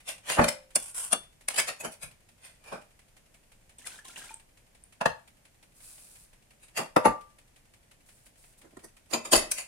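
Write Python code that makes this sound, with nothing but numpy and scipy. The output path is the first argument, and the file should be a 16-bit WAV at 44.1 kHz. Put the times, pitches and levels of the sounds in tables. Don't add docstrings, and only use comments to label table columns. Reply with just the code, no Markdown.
import sys
import numpy as np
from scipy import signal
from scipy.fft import rfft, irfft, next_fast_len
from scipy.io import wavfile
from scipy.ndimage import uniform_filter1d

SR = 44100
rng = np.random.default_rng(int(sys.argv[2]) if len(sys.argv) > 2 else 0)


def output_pcm(signal):
    pcm = np.clip(np.atleast_2d(signal).T, -1, 1) * 32767
    wavfile.write(sys.argv[1], SR, np.round(pcm).astype(np.int16))


N = 426447
TIME = np.arange(N) / SR


def undb(db):
    return 10 ** (np.asarray(db) / 20)


def unit(x):
    return x / np.sqrt(np.mean(x ** 2))


def decay(t, t60):
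    return np.exp(-np.log(1000) * t / t60)


def band(x, lo, hi):
    sos = signal.butter(3, [lo, min(hi, .45 * SR)], "band", fs=SR, output="sos")
    return signal.sosfilt(sos, x)


def colour(x, points):
    hz, db = np.transpose(points)
    size = next_fast_len(x.shape[-1])
    f = np.maximum(np.fft.rfftfreq(size, 1 / SR), 1)
    gain = undb(np.interp(np.log(f), np.log(hz), db))
    return irfft(rfft(x, size) * gain, size)[..., :x.shape[-1]]


def pair(size, apart_hz):
    mid, side = rng.standard_normal((2, size))
    side = signal.sosfilt(signal.butter(1, apart_hz, "high", fs=SR, output="sos"), side)
    return np.array([mid + side, mid - side]) / np.sqrt(2)


def grit(size, spread_db, count=24):
    steps = undb(spread_db * rng.standard_normal(size // count + 1))
    return unit(np.repeat(steps, count)[:size])


def grains(strength, points, spread_db):
    return unit(colour(pair(N, 600) * grit(N, spread_db), points)) * strength


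def flow(spells, attack_s, sag_db_per_s, release_s):
    power = 0
    for start, length, db in spells:
        age = np.maximum(TIME - start, 0)
        sagging = undb(db - sag_db_per_s * np.minimum(age, length))
        fall = sagging * decay(np.maximum(age - length, 0), release_s)
        power = power + (np.minimum(age / attack_s, 1) * fall) ** 2
    return np.sqrt(power)


def add(out, s, x):
    i = int(s * SR)
    lo, hi = max(i, 0), min(i + x.shape[-1], N)
    out[:, lo:hi] += x[..., lo - i:hi - i]


# (frequency [Hz], level [dB])
FLOOR = [(12, -34), (20, 5.5), (70, -5.5), (120, -5), (410, -18), (590, -15.5), (1220, -25.5),
         (1810, -22.5), (2530, -23.5), (3740, -28.5), (5380, -28.5), (9670, -25.5), (12800, -34),
         (14300, -30.5), (16000, -56)]
FLOOR_DB = -63


def noise_floor():
    return unit(colour(pair(N, 300), FLOOR)) * undb(FLOOR_DB)


TICK_START_S, TICK_PERIOD_S = 0.0005, 0.17577
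# (delay [s], level [dB])
TICK_STROKES = [(0, -52.5), (.027, -65), (.092, -62)]
# (frequency [Hz], level [dB])
TICK_COLOUR = [(300, -11.5), (600, -1), (1200, -6), (2300, 1.5), (3600, -5), (6000, -10), (9500, -2.5),
               (12000, -14.5), (15500, -21.5)]


def ticking(rise_s=0.0049, t60_s=0.11, uneven_db=1.0):
    power = 0
    for delay, db in TICK_STROKES:
        turn, age = np.divmod(TIME - TICK_START_S - delay, TICK_PERIOD_S)
        strength = undb(db + uneven_db * rng.standard_normal(size=64))[turn.astype(int)]
        stroke = strength * np.minimum(age / rise_s, 1) * decay(age, t60_s)
        power = power + stroke ** 2
    return unit(colour(pair(N, 500), TICK_COLOUR)) * np.sqrt(power)


# (low edge [Hz], high edge [Hz], t60 [s])
ROOM = [(80, 270, 0.22), (399.2, 1500, 0.29), (1520, 5600, 0.28), (5010, 11300, 0.23), (11200, 17000, .2)]


def kitchen(x, first_s=0.0033, build_s=0.011):
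    t = np.arange(int(.7 * SR)) / SR
    onset = np.clip((t - first_s) / build_s, 0, 1)
    tail = 0
    for lo, hi, t60 in ROOM:
        tail = tail + band(rng.standard_normal((2, len(t))), lo, hi) * decay(t, t60)
    response = unit(tail * onset) / np.sqrt(len(t))
    return signal.fftconvolve(x, response, axes=1)[:, :N]


# (time [s], centre [Hz], peak level [dB], t60 [s])
JOLTS = [(0.387, 65, -26, 0.23), (0.403, 125, -19, .12), (2.03, 80, -45.5, 0.26), (5.055, 85, -35, 0.24),
         (6.964, 200, -16, .08), (7.055, 80, -33.5, .22), (9.349, 24, -32.5, 0.26)]


def jolts():
    out, t = np.zeros((2, N)), np.arange(SR // 2) / SR
    for s, hz, db, t60 in JOLTS:
        shudder = band(pair(len(t), 150) * decay(t, t60), hz / 2, hz * 2)
        add(out, s, undb(db) * shudder / np.abs(shudder).max())
    return out


# (start [s], length [s], level [dB])
FLOUR = [(8.055, .19, -62), (8.25, 0.021, -56), (8.37, 0.16, -61), (8.572, 0.021, -58)]
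# (frequency [Hz], level [dB])
POWDER_COLOUR = [(880, -10), (1500, -6.5), (2130, -13), (2520, -2), (2860, -9), (4570, -3), (6010, -4),
                 (6690, -1), (9420, 7), (11700, -2), (15500, -10)]


def flour():
    slide = flow(FLOUR, attack_s=0.0098, sag_db_per_s=26, release_s=0.082)
    return grains(slide, POWDER_COLOUR, spread_db=3)


# (start [s], length [s], level [dB])
SUGAR = [(5.735, 0.06, -57), (5.8, 0.44, -49.5)]


def sugar():
    slide = flow(SUGAR, attack_s=0.045, sag_db_per_s=20.5, release_s=0.24)
    return grains(slide, POWDER_COLOUR, spread_db=3)


def bubble(hz, t60, rise):
    t = np.arange(int(t60 * SR)) / SR
    phase = 2 * np.pi * hz * t * (1 + rise * t / t60 / 2) + rng.uniform(0, 3.0, (2, 1))
    return np.sin(phase) * decay(t, t60) * np.minimum(t / 0.00041, 1)


# (start [s], length [s], level [dB])
MILK = [(3.781, 0.11, -55), (3.848, 0.14, -46.5), (4.044, 0.1, -49.5), (4.155, 0.19, -45.5)]
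# (frequency [Hz], level [dB])
MILK_COLOUR = [(88, -31), (150, -6.5), (278, -3), (378, -9), (1030, -5), (1230, -26), (1600, -14),
               (3210, -5.5), (4540, -11.5), (9090, -3), (15000, -23)]
# (time [s], starting pitch [Hz], level [dB], share by which the pitch climbs)
BUBBLES = [(3.785, 8250, -34.5, .1), (3.845, 1980, -45, .08), (3.942, 1530, -47, .1),
           (3.989, 1670, -40.5, .25), (4.054, 1048, -48, 0.033), (4.097, 1365, -48, .1),
           (4.16, 2620, -35.5, 0.94), (4.217, 1590, -43, 0.12), (4.293, 2350, -40, 0.23),
           (4.307, 893, -41.5, 0.058), (4.342, 8080, -26.5, 0.4), (4.838, 8500, -36.5, 0.79)]
BUBBLE_CYCLES = 100
FIZZ_DB, FIZZ_SPREAD_DB = -4, 11


def milk(count=160):
    stream = flow(MILK, attack_s=0.0076, sag_db_per_s=60, release_s=0.13)
    unevenness = uniform_filter1d(grit(N, 2.3, count=500), size=100)
    out = grains(stream, MILK_COLOUR, spread_db=2) * unevenness
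    for s, hz, db, rise in BUBBLES:
        add(out, s, undb(db) * bubble(hz, BUBBLE_CYCLES / hz, rise))
    first, last = MILK[0][0], MILK[-1][0] + MILK[-1][1]
    for when, size, strength in rng.random((count, 3)):
        s = first + when * (last - first)
        hz = 1200 * 4 ** size
        level = stream[int(s * SR)] * undb(FIZZ_DB + FIZZ_SPREAD_DB * strength ** 2)
        add(out, s, level * bubble(hz, 55 / hz, .35))
    return out


# (start [s], length [s], level [dB])
SCRAPE = [(0.775, 0.12, -42.5), (0.941, 0.11, -34.5), (1.105, .025, -38)]
# (frequency [Hz], level [dB])
SCRAPE_COLOUR = [(180, -59), (300, -35.5), (452, -15), (750, -11), (1110, -5), (1230, -18), (1420, -4.5),
                 (1760, -17.5), (2870, -10.5), (4320, -20), (5200, -12), (6840, -10.5), (8460, 2),
                 (9800, 1), (15000, -26.5)]
WALL_ECHO = .25


def scrape(near_s=0.00027, far_s=0.000727):
    pressure = flow(SCRAPE, attack_s=.012, sag_db_per_s=6, release_s=0.17)
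    slips = grit(N, 2.6, count=150) * grains(pressure, SCRAPE_COLOUR, spread_db=0.5)
    lag = np.interp(TIME, [SCRAPE[0][0], SCRAPE[-1][0]], [near_s, far_s])
    echo = np.array([np.interp(TIME - lag, TIME, side) for side in slips])
    return slips + WALL_ECHO * echo


def ring(modes, t, scatter_db=1.5):
    out = 0
    for hz, db, t60 in modes:
        phase = rng.uniform(0, 2 * np.pi) + min(hz / 900, 2) * rng.uniform(-1, 1, (2, 1))
        gain = undb(db + scatter_db * rng.standard_normal((2, 1)))
        tone = np.sin(2 * np.pi * hz * t + phase)
        out = out + gain * tone * decay(np.maximum(t, 0), min(t60, .6))
    return out * np.clip(t / 0.00062, 0, 1) / np.linalg.norm(undb(np.array(modes)[:, 1]))


def body(x, modes, gaps, ring_db, width, ripple_db, count=130):
    f = np.fft.rfftfreq(x.shape[-1], 1 / SR)
    peaks = sum(undb(db) / (1 + ((f - hz) / (25 + width * hz)) ** 2) for hz, db, _ in modes)
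    dips = sum(db * np.exp(-((f - hz) / half) ** 2) for hz, half, db in gaps)
    ripple = np.interp(f, np.linspace(0, SR / 2, count), rng.standard_normal(count))
    ripple = ripple * np.minimum(f / 2500, 1)
    gain = np.sqrt(1 + undb(ring_db) ** 2 * peaks) * undb(dips + ripple_db * ripple)
    return irfft(rfft(x) * gain, x.shape[-1])


# (low edge [Hz], high edge [Hz])
BLOW_BANDS = [(130, 400), (400, 1400), (1500, 5000), (5000, 16000)]
HARDNESS_SHARE = np.array([-1, -1, 0, 1]) / 2
# (frequency [Hz], level [dB])
CONTACT = [(100, -5.5), (220, -5), (350, -4.5), (600, 7), (1100, 0), (1600, 2.5), (2500, 8), (3700, 0),
           (5200, -3), (7000, -2.5), (9500, 2), (11000, -3), (12500, -13.5), (15500, -18)]


def blows(table, modes, thump_db, clack_db, body_db, room_db, bass_hold, gaps=(), grit_db=2.0):
    direct, sent = np.zeros((2, 2, N))
    t = np.arange(-4096, 20480) / SR
    holds = np.geomspace(bass_hold, 1, len(BLOW_BANDS))
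    for s, db, hardness, rise, fade, ring_db, pan in table:
        levels = undb(db + hardness * HARDNESS_SHARE + np.array([thump_db, 0, clack_db, 0]))
        noise = colour(pair(len(t), 590) * grit(len(t), grit_db), CONTACT)
        noise = body(noise, modes, gaps, body_db, width=.01, ripple_db=6.0)
        sound = 0
        for (lo, hi), gain, hold in zip(BLOW_BANDS, levels, holds):
            envelope = decay(np.maximum(-t / max(rise, .001), t / max(fade * hold, .005)), 1)
            part = unit(band(noise * envelope, lo, hi)) * np.sqrt(np.mean(envelope ** 2))
            sound = sound + gain * part
        sound = sound + undb(ring_db) * np.linalg.norm(levels) * ring(modes, t)
        add(direct, s + t[0], sound * undb(np.array([[pan], [-pan]]) / 2))
        add(sent, s + t[0], sound * undb(room_db))
    return np.array([direct, sent])


def damped(table, rise_share, ring_db, pan_db):
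    return [(s, db, hardness, rise_share * fade, fade, ring_db, pan_db)
            for s, db, hardness, fade in table]


# (time [s], level [dB], hardness = treble over bass [dB], fade t60 [s])
SHOVES = [(0.089, -38, 8.5, 0.17), (0.298, -35.5, 2.5, 0.27), (0.322, -35, 7.5, 0.27),
          (0.483, -33, 6, 0.066), (1.507, -43.5, -3, 0.081), (1.564, -37, 13, 0.074), (1.596, -27, 8, .09),
          (1.69, -35.5, 0.5, .12), (1.924, -56.5, 22, 0.14), (2.45, -54.5, 10.5, 0.29),
          (2.682, -53, -3.5, 0.42), (6.635, -60, 15, 0.16), (6.776, -31.5, 3, .12), (9.585, -39, 12, .18)]
# (frequency [Hz], level [dB], t60 [s])
POT_MODES = [(563, -4.5, 0.25), (960, -6.5, 0.11), (1040, -1, .3), (1750, -6.5, 0.48), (2460, -5.5, 0.17),
             (2470, -4, 0.41), (4660, -10, .25), (6760, -5, .2), (9367, -7.5, .13)]


def shoves():
    contacts = damped(SHOVES, rise_share=0.43, ring_db=-27.5, pan_db=0.1)
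    return blows(contacts, POT_MODES, thump_db=-14.5, clack_db=3.5, body_db=-5.5,
                 room_db=-12, bass_hold=1.2)


# (time [s], level [dB], hardness [dB], fade t60 [s])
TAPS = [(0.301, -28.5, -1, 0.023), (0.443, -25.5, 4, 0.031), (0.488, -28, 12.5, .036),
        (1.486, -26, 14.5, 0.02), (1.546, -39, 7, 0.053), (1.586, -24.5, 8.5, 0.063),
        (1.682, -37, 9, 0.075), (1.809, -41, 7.5, 0.081), (2.032, -42.5, 11, 0.1), (3.872, -42.5, 17, .05),
        (9.518, -31, 24, 0.035)]


def taps():
    contacts = damped(TAPS, rise_share=0.63, ring_db=-28, pan_db=2.5)
    return blows(contacts, POT_MODES, thump_db=-15.5, clack_db=2.0, body_db=-6.5,
                 room_db=-10.5, bass_hold=1.8)


# (time [s], level [dB], hardness [dB], fade t60 [s])
PATS = [(8.651, -62.5, -9, 0.16), (8.734, -69, -18, 0.085), (8.772, -48.5, -6.5, 0.037),
        (8.845, -48.5, 5, 0.078)]
# (frequency [Hz], level [dB], t60 [s])
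PLATE_MODES = [(232.5, -7, 0.31), (338, 4.5, 0.078), (470, -37, .2), (624, -16, 0.59), (665, -7, 0.19),
               (1016, -3, 0.1), (1383, -11, 0.15), (2020, -16, 0.54), (1990, -26, 0.3), (2600, -12.5, 0.49),
               (2640, -12, 0.18), (3150, -5, 0.11), (3600, -3.5, 0.082), (4070, -4, 0.11),
               (4600, 7.5, 0.064), (5040, 3.5, 0.062), (6260, -4, 0.093), (6650, -7, 0.13),
               (7000, 7, 0.078), (7070, -9, 0.07), (7526, -7, 0.12), (8226, -3.5, 0.071), (8300, -12, 0.16),
               (8260, -22, 0.15), (9650, -10, 0.13), (9800, -11, 0.091), (10460, -15, 0.11),
               (11410, -20, .13), (12600, -8, 0.097)]


def pats():
    contacts = damped(PATS, rise_share=0.6, ring_db=-26, pan_db=-2.5)
    return blows(contacts, PLATE_MODES, thump_db=4, clack_db=-7.5, body_db=3,
                 room_db=-11, bass_hold=1.1)


# (time [s], level [dB], hardness = treble over bass [dB], rise t60 [s],
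# fade t60 [s], ring [dB], left minus right [dB])
PLATE = [(9.112, -52, 3, 0.045, 0.25, -1, -18), (9.135, -25.5, 0, 0.025, 0.097, 2, 3),
         (9.255, -38.5, 5, 0.038, 0.12, -20, -1.5), (9.322, -26, 11, 0.026, 0.095, -2, -1),
         (9.334, -15.5, 1, 0.033, 0.075, -1.5, 2), (9.356, -23, 9, 0.036, 0.17, -22, -1)]
# (frequency [Hz], half width [Hz], level [dB])
PLATE_GAPS = [(1520, 140, -6), (3880, 140, -1), (4220, 110, -10), (5570, 110, -1), (7700, 150, -6),
              (10850, 230, -10), (13600, 200, 14)]


def plate():
    return blows(PLATE, PLATE_MODES, thump_db=-8.5, clack_db=-1.5, body_db=3.5,
                 room_db=-11.5, bass_hold=2.12, gaps=PLATE_GAPS)


# (time [s], level [dB], hardness [dB], rise t60 [s], fade t60 [s],
# ring [dB], left minus right [dB])
BOWL = [(6.964, -20, -20, 0.0076, 0.051, -17.5, 2.3), (7.056, -22.5, -21, 0.036, 0.1, -7.5, 3)]
# (frequency [Hz], level [dB], t60 [s])
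BOWL_MODES = [(136, -22, .2), (227.5, -2.5, 0.11), (290, -1.5, .07), (519, -10.5, 0.43), (600, -9.5, .18),
              (887, 2.5, 0.21), (960, -0.5, 0.062), (1179, 2.5, 0.37), (1294, -1.5, 0.12), (2590, -10, .15),
              (7630, -14.5, 0.17), (10900, 2, 0.064)]


def bowl():
    return blows(BOWL, BOWL_MODES, thump_db=-9.0, clack_db=-4.5, body_db=7,
                 room_db=-12.5, bass_hold=1.76)


# (time [s], level [dB], hardness [dB], rise t60 [s], fade t60 [s],
# ring [dB], left minus right [dB])
GLASS = [(5.012, -31.5, -18.5, 0.013, .061, -21, 2), (5.059, -22.5, -17.5, 0.013, 0.05, -17, 1.2)]
# (frequency [Hz], level [dB], t60 [s])
GLASS_MODES = [(190, -4.5, .08), (545, -5, 0.25), (872, 3, 0.2), (898, 11.5, 0.059), (700, -14.5, 0.13),
               (1072, -8.5, .12), (1456, -3.5, 0.13), (1710, 4.5, 0.21), (2070, -12, 0.16),
               (2610, -7.5, .15), (4860, -44.5, 0.14)]


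def glass():
    return blows(GLASS, GLASS_MODES, thump_db=-14, clack_db=2, body_db=10.5,
                 room_db=-12.5, bass_hold=1.53)


# (time [s], level [dB], hardness [dB], rise t60 [s], fade t60 [s],
# ring [dB], left minus right [dB])
COUNTER = [(0.394, -25.5, -24.5, 0.058, 0.11, -1.5, 0), (0.417, -31, -16.5, .038, 0.22, 1, -2.5),
           (1.849, -35, -4, 0.06, 0.16, -11, 0), (2.725, -42.5, -16.5, 0.037, .22, -26, -1),
           (6.791, -35, -11.5, .035, 0.21, -12.5, 0)]
# (frequency [Hz], level [dB], t60 [s])
COUNTER_MODES = [(149, -4, 0.067), (173, -3, 0.2), (232, 1.5, 0.22), (526.7, -15.5, 0.54), (584, -1, 0.3),
                 (646, -1, 0.26), (870, -8.5, 0.17), (1120, -8.5, 0.16), (1800, -10, .22)]


def counter():
    return blows(COUNTER, COUNTER_MODES, thump_db=-6.5, clack_db=-2.5, body_db=0.5,
                 room_db=-15, bass_hold=1.05)


# (time [s], level [dB], hardness [dB], rise t60 [s], fade t60 [s],
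# ring [dB], left minus right [dB])
SPOON = [(0.758, -20, 14.36, 0.014, 0.042, -24, -1.5), (1.13, -20.5, 9.4, 0.041, 0.055, -10.5, 1)]
# (frequency [Hz], level [dB], t60 [s])
SPOON_MODES = [(2800, 8, 0.14), (3461, 5.5, 0.31), (4450, -2.5, 0.21), (5771, -26, 0.24),
               (6310, -5.5, 0.12), (7400, -2, 0.134), (7850, -8.5, 0.22), (9350, 12, 0.056),
               (10770, -30.5, 0.16), (10770, -20, 0.11)]


def spoon():
    return blows(SPOON, SPOON_MODES, thump_db=-12.5, clack_db=-4.5, body_db=8.0,
                 room_db=-18.5, bass_hold=3.0, grit_db=4.0)


def scene():
    background = noise_floor() + ticking()
    in_pot = flour() + sugar() + milk() + scrape()
    handling = shoves() + taps() + pats()
    dishes = plate() + bowl() + glass() + counter() + spoon()
    direct, sent = handling + dishes
    reverberation = kitchen(sent + undb(-9.5) * in_pot)
    return background + reverberation + jolts() + in_pot + direct


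TOP_HZ = 16000


def record(dry):
    rounded = dry / (1 + (dry / .8) ** 8) ** (1 / 8)
    low_pass = signal.ellip(10, .2, 70, TOP_HZ, fs=SR, output="sos")
    return signal.sosfilt(low_pass, rounded)


dry = scene()
out = record(dry)
output_pcm(out)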